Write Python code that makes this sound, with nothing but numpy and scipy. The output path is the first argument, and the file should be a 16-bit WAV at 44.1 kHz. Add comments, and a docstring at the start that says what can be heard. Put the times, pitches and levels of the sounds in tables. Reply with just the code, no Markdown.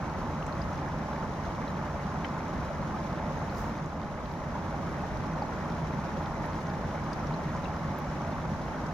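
"""An open channel in the ice, outdoors, with a shallow stream running close to the microphone.
Countless bubbles merge into a soft rush, and the current gurgles in hollows under the ice shelf.
Nearer by, single bubbles pop and fine spray ticks on the open water. Once, a bright hiss swells
and the stream dips briefly. Light air rumbles on the microphone underneath it all."""
import sys
import numpy as np
from scipy import signal
from scipy.fft import rfft, irfft, next_fast_len
from scipy.io import wavfile
from scipy.ndimage import uniform_filter1d

SR = 44100
rng = np.random.default_rng(int(sys.argv[2]) if len(sys.argv) > 2 else 0)


def transcribe(signal):
    """Save signal, clipped to [-1, 1], as a 16-bit WAV file at the path in sys.argv[1]."""
    frames = np.atleast_2d(signal).T
    limited = np.clip(frames, -1, 1)
    pcm = np.round(limited * 32767).astype(np.int16)
    wavfile.write(sys.argv[1], SR, pcm)


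N = 393813


def rush(babble_db):
    """Mid-sized bubbles babble on top of the blur of all the farther ones."""
    # tone of the merged bubbles: (frequency [Hz], relative level [dB])
    spectrum = [(120, -16), (250, -0.5), (380, -1), (470, -4.5), (600, 1), (740, -3.5), (1000, -2),
                (1300, -4.5), (1650, -9.5), (2100, -12.5), (2700, -22.5), (3600, -50), (7000, -33),
                (16000, -65)]
    babble = swarm(low_hz=384.7, high_hz=2970, cycles=30, spread_db=1.5, rise=0.17, count=4500)
    water = rng.standard_normal((2, N)) + from_db(babble_db) * babble
    return widened(water, from_db(per_bin(spectrum) + channel_db()))


def gurgle(churn_db, side_db):
    """Eddies knock on the air pockets under the ice; each booms at its own pitch."""
    # air pockets: (pitch [Hz], bandwidth [Hz], relative level [dB])
    hollows = [(54.8, 28, -2), (86.1, 15.6, 1), (120.5, 30, -6), (152, 29.9, 2), (174.8, 50, -6.5),
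               (209.3, 68, -2.5), (303.3, 51, -10.5)]
    out = 0
    for hz, width_hz, level_db in hollows:
        mid_knocks = grains(per_s=2000, spread_db=churn_db)
        side_knocks = from_db(side_db) * grains(per_s=2000, spread_db=churn_db)
        edges_hz = hz * np.exp(np.array([-.5, .5]) * width_hz / hz)
        mid, side = filtered([mid_knocks, side_knocks], edges_hz, "band")
        boom = evened(np.array([mid + side, mid - side]), span_s=0.61)
        out = out + from_db(level_db + gulps_db(hz)) * np.sqrt(width_hz) * boom
    return rms_one(out) * panned(-0.5)


def gulps_db(pocket_hz, reach_hz=45):
    """Each gulp is a smooth swell and fall of the air pockets near its pitch."""
    # gulps under the ice: (time [s], length [s], pitch [Hz], swell [dB])
    gulps = [(.62, 0.11, 88, 8.5), (2.24, .06, 155, 4.5), (2.58, .07, 85, 8), (3.3, .15, 185, 4),
             (3.63, .08, 85, 8), (5.207, .08, 160, 5), (5.962, 0.42, 150, 4), (6.85, 0.077, 156, 6),
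             (7.307, .14, 150, 6), (7.86, 0.063, 165, 6), (8.533, 0.053, 170, 6)]
    t = np.arange(0, N, 100) / SR
    swell_db = sum(db * np.exp(-(2 * (t - s) / length_s) ** 2 - ((pocket_hz - hz) / reach_hz) ** 2)
                   for s, length_s, hz, db in gulps)
    return np.interp(np.arange(N) / SR, t, swell_db)


def pops(splash_db, scatter_db):
    """Close bubbles ring and spit, each followed by a brief scatter off the ice edges."""
    # the clearest bubbles: (time [s], pitch [Hz], level [dB], left over right [dB])
    close_bubbles = [(.426, 2870, -40, 13), (.465, 7800, -31, 7), (.525, 4250, -43, -7),
                     (.617, 4950, -40, 5), (1.679, 3905, -43, 0), (1.998, 2020, -34.5, -1),
                     (2.246, 3030, -34, 6), (2.2465, 2070, -25.5, 3), (3.497, 4250, -43, -8),
                     (4.325, 11255, -41, 10), (4.554, 960, -28.5, 0), (4.741, 796, -28, 2),
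                     (5.421, 814, -23.5, -2), (5.424, 4480, -41, 0), (6.442, 1838, -35, -7),
                     (6.461, 10795, -38, 10), (6.945, 566, -30, -1), (7.132, 4940, -35, 8),
                     (7.133, 8613, -36, 10), (7.270, 5600, -39, 6), (7.309, 924, -25, 0),
                     (7.340, 4100, -41, -9), (7.643, 3880, -41, -4), (7.655, 2700, -40, 9),
                     (7.986, 13000, -29, -28)]
    out = np.zeros((2, N))
    for s, hz, level_db, pan_db in close_bubbles:
        khz = hz / 1000
        ring_s = 0.042 / khz ** 0.7   # smaller bubbles ring less and spit more
        spit_db = splash_db + 1.5 * np.log2(khz)
        gain = from_db(level_db) * panned(pan_db)
        add(out, s, gain * bubble(hz, ring_s, rise=0.023))
        add(out, s, gain * from_db(spit_db) * splash(hz, swell_s=0.0016))
    age = np.arange(SR // 20) / SR
    reflections = rng.standard_normal((2, len(age))) * np.exp(-age / .007)
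    scatter = signal.fftconvolve(out, rms_one(reflections) / np.sqrt(len(age)), axes=1)[:, :N]
    return out + from_db(scatter_db) * scatter


def fizz(bubbles_db, spray_db, lapping_db):
    """Tiny bubbles and ticks of spray come in little waves as the ripples break."""
    # tone of the smallest bubbles: (frequency [Hz], relative level [dB])
    spectrum = [(1000, -7), (2000, -13.5), (2900, 1.5), (3500, -0.5), (4500, -3), (5800, -1), (10000, -2.5),
                (13000, -6), (16000, -9.5)]
    tiny = swarm(low_hz=2540, high_hz=12100, cycles=94, spread_db=3, rise=0.021, count=5000)
    drops = np.array([grains(per_s=110, spread_db=2) for _ in range(2)]) ** 2
    # each drop swells into a crackle of a few milliseconds
    pole = np.exp(-1 / (0.001 * SR))
    crackle = signal.lfilter([1], np.poly([pole, pole]), drops + 1e-18)
    spray = np.sqrt(np.abs(crackle)) * rng.standard_normal((2, N))
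    water = rng.standard_normal((2, N)) + from_db(bubbles_db) * tiny + from_db(spray_db) * rms_one(spray)
    lapping = from_db(lapping_db * drift(14))
    return widened(water * lapping, from_db(per_bin(spectrum) + channel_db()))


def drips(per_s, low_hz, high_hz, level_db):
    """Faint droplets land at random, mostly on the left, and spit without ringing."""
    out = np.zeros((2, N))
    for when, size, strength, place in rng.random((int(per_s * N / SR), 4)):
        hz = low_hz * (high_hz / low_hz) ** size
        drip_db = level_db + 3 * (2 * strength - 1.5)
        pan_db = 5 + 11 * (2 * place - 1)
        add(out, when * N / SR, from_db(drip_db) * panned(pan_db) * splash(hz, swell_s=0.0015))
    return out


def hiss(low_hz, at_s, peak_db, rise_db_per_s, fall_db_per_s):
    """A soft, bright hiss swells and fades once."""
    bright = filtered(rng.standard_normal((2, N)), low_hz, "high")
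    age = np.arange(N) / SR - at_s
    return from_db(peak_db + np.minimum(rise_db_per_s * age, -fall_db_per_s * age)) * rms_one(bright)


def breeze(level_db, gust_db):
    """Light air rumbles on each microphone port, more on the left."""
    air = filtered(rng.standard_normal((2, N)), [20, 46], "band")
    return from_db(level_db + gust_db * drift(4.7)) * rms_one(air) * panned(4.3)


def bubble(hz, t60, rise):
    """A bubble rings and dies, its pitch rising as it nears the surface."""
    age = np.arange(int(t60 * SR) + 2) / SR
    return np.sin(2 * np.pi * hz * age * (1 + rise * age / t60)) * np.exp(-np.log(1000) * age / t60)


def swarm(low_hz, high_hz, cycles, spread_db, rise, count):
    """Two unrelated crowds of bubbles of random size and strength, with a level spectrum; rms 1."""
    out = np.zeros((2, N))
    for k, (when, size, damping, strength) in enumerate(rng.random((count, 4))):
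        hz = low_hz * (high_hz / low_hz) ** size
        gain = hz * from_db(-spread_db * np.log(strength + 1 / 50))
        ring_s = cycles * (.5 + damping) / hz
        add(out[k % 2][None], when * N / SR, gain * bubble(hz, ring_s, rise))
    return rms_one(out)


def splash(hz, swell_s):
    """The film of a bubble tears: a soft spit of noise around its pitch."""
    age = np.arange(SR // 30) / SR / swell_s
    band = signal.butter(1, [hz * .75, min(hz * 1.35, 18000)], "band", fs=SR, output="sos")
    spit = signal.sosfilt(np.vstack([band, band]), rng.standard_normal(len(age)))
    return rms_one(spit) * age * np.exp(1 - age)


def grains(per_s, spread_db):
    """Clicks at random times: many small ones, a few large."""
    sizes = from_db(spread_db * np.minimum(rng.exponential(1, N), 4))
    return (rng.random(N) < per_s / SR) * sizes * rng.choice([-1, 1], N)


def channel_db():
    """The boost that the ice banks give to each frequency."""
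    # resonances between the banks: (frequency [Hz], bandwidth [Hz], boost [dB])
    resonances = [(544, 124, 1.5), (845, 150, 5), (1056, 100, 1.5), (3950, 120, 3.5)]
    return sum(db / (1 + (2 * (bin_hz() - hz) / width_hz) ** 2) for hz, width_hz, db in resonances)


def dip(at_s, fall_s, hold_s, recover_s, low_db):
    """A fader move: the level sinks, holds and recovers."""
    corners_s = np.cumsum([at_s, fall_s, hold_s, recover_s])
    return from_db(np.interp(np.arange(N) / SR, corners_s, [0, low_db, low_db, 0]))


def widened(pair, gain):
    """Two unrelated sounds become coloured stereo, narrow in the bass and wide in the treble; rms 1."""
    # likeness of left and right: (frequency [Hz], correlation [0-1])
    likeness = [(200, 0.86), (400, 0.89), (620, .95), (850, 0.87), (1250, 0.82), (1800, 0.52), (2100, 0.72),
                (2700, 0.069), (3050, 0.57), (3900, 0.33), (4500, 0.32), (5300, .22), (8000, .18),
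                (15000, .04)]
    # the microphone body makes one side louder: (frequency [Hz], left over right [dB])
    balance = [(200, -2.5), (320, -4.5), (450, -0.4), (800, -1.5), (1300, -0.1), (2100, -0.1), (2800, 3),
               (3900, -1), (5000, -0.5), (7300, 1.2), (9500, 2.5), (13000, -2.2), (16000, -1.5)]
    # it also lets one side hear sooner: (frequency [Hz], left phase lead [rad])
    lead = [(250, 0.29), (350, -0.35), (470, -0.046), (820, -0.38), (1100, -0.46), (1650, -0.11),
            (2050, 1.55), (2550, 0.38), (3000, 0.69), (3900, 0.085), (4480, 1.4), (13000, 1.3)]
    alike = per_bin(likeness)
    mid, side = shaped(pair, gain * np.sqrt([1 + alike, 1 - alike]))
    lean = from_db(per_bin(balance) / 2) * np.exp(1j * per_bin(lead) / 2)
    return rms_one(shaped(np.array([mid + side, mid - side]), np.array([lean, 1 / lean])))


def evened(x, span_s):
    """Hold a stereo sound at rms 1, keeping only its flutter within span_s."""
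    return x / np.sqrt(uniform_filter1d(np.mean(x ** 2, axis=0), int(span_s * SR)))


def drift(rate_hz):
    """A smooth random wander, mostly slower than rate_hz; rms 1."""
    return rms_one(shaped(rng.standard_normal(N), 1 / (1 + (bin_hz() / rate_hz) ** 2)))


def panned(pan_db):
    """Constant-power left and right gains; positive is left."""
    return rms_one(from_db([[pan_db / 2], [-pan_db / 2]]))


def filtered(x, edges_hz, kind):
    """A gentle pass filter."""
    return signal.sosfilt(signal.butter(2, edges_hz, kind, fs=SR, output="sos"), x)


def shaped(x, gain):
    """Equalise with a gain per FFT bin."""
    size = next_fast_len(N, real=True)
    return irfft(rfft(x, size) * gain, size)[..., :N]


def per_bin(points):
    """A curve over log frequency, read at every FFT bin."""
    hz, value = np.transpose(points)
    return np.interp(np.log(bin_hz() + 1), np.log(hz), value)


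def bin_hz():
    """Frequencies of the FFT bins."""
    return np.fft.rfftfreq(next_fast_len(N, real=True), 1 / SR)


def add(out, s, sound):
    """Mix a sound in at time s."""
    start = int(np.clip(s * SR, 0, N - 1))
    out[:, start:start + sound.shape[-1]] += sound[..., :N - start]


def from_db(db):
    """Decibels to gain."""
    return 10 ** (np.asarray(db) / 20)


def rms_one(x):
    """Scale to rms 1."""
    return x / np.sqrt(np.mean(x ** 2) + 1e-20)


def scene():
    """Gurgle, rush and fizz form a bed that dips once; pops, drips, a hiss and light air lie on top."""
    low = from_db(-35) * gurgle(churn_db=1.56, side_db=-23.5)
    middle = from_db(-36.5 + 0.34 * drift(8)) * rush(babble_db=-13.5)
    high = from_db(-52) * fizz(bubbles_db=-11, spray_db=-6, lapping_db=0.5)
    bed = (low + middle + high) * dip(at_s=3.724, fall_s=0.2, hold_s=0.25, recover_s=0.48, low_db=-3)
    close = pops(splash_db=-18, scatter_db=-4)
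    droplets = drips(per_s=7, low_hz=2980, high_hz=9000, level_db=-50.5)
    bright = hiss(low_hz=6500, at_s=3.585, peak_db=-42, rise_db_per_s=250, fall_db_per_s=125)
    return bed + close + droplets + bright + breeze(level_db=-51, gust_db=1.5)


def record(dry):
    """The microphone dulls the treble, and a steep high cut takes off the very top."""
    # microphone response: (frequency [Hz], gain [dB])
    response = [(5900, -0.5), (6600, -4), (7300, -9), (7900, -17), (8700, -15.5), (16000, -13.5)]
    cutoff_hz = 15700
    high_cut = 1 / np.sqrt(1 + (bin_hz() / cutoff_hz) ** 300)
    return shaped(dry, from_db(per_bin(response)) * high_cut)


dry = scene()
out = record(dry)
transcribe(out)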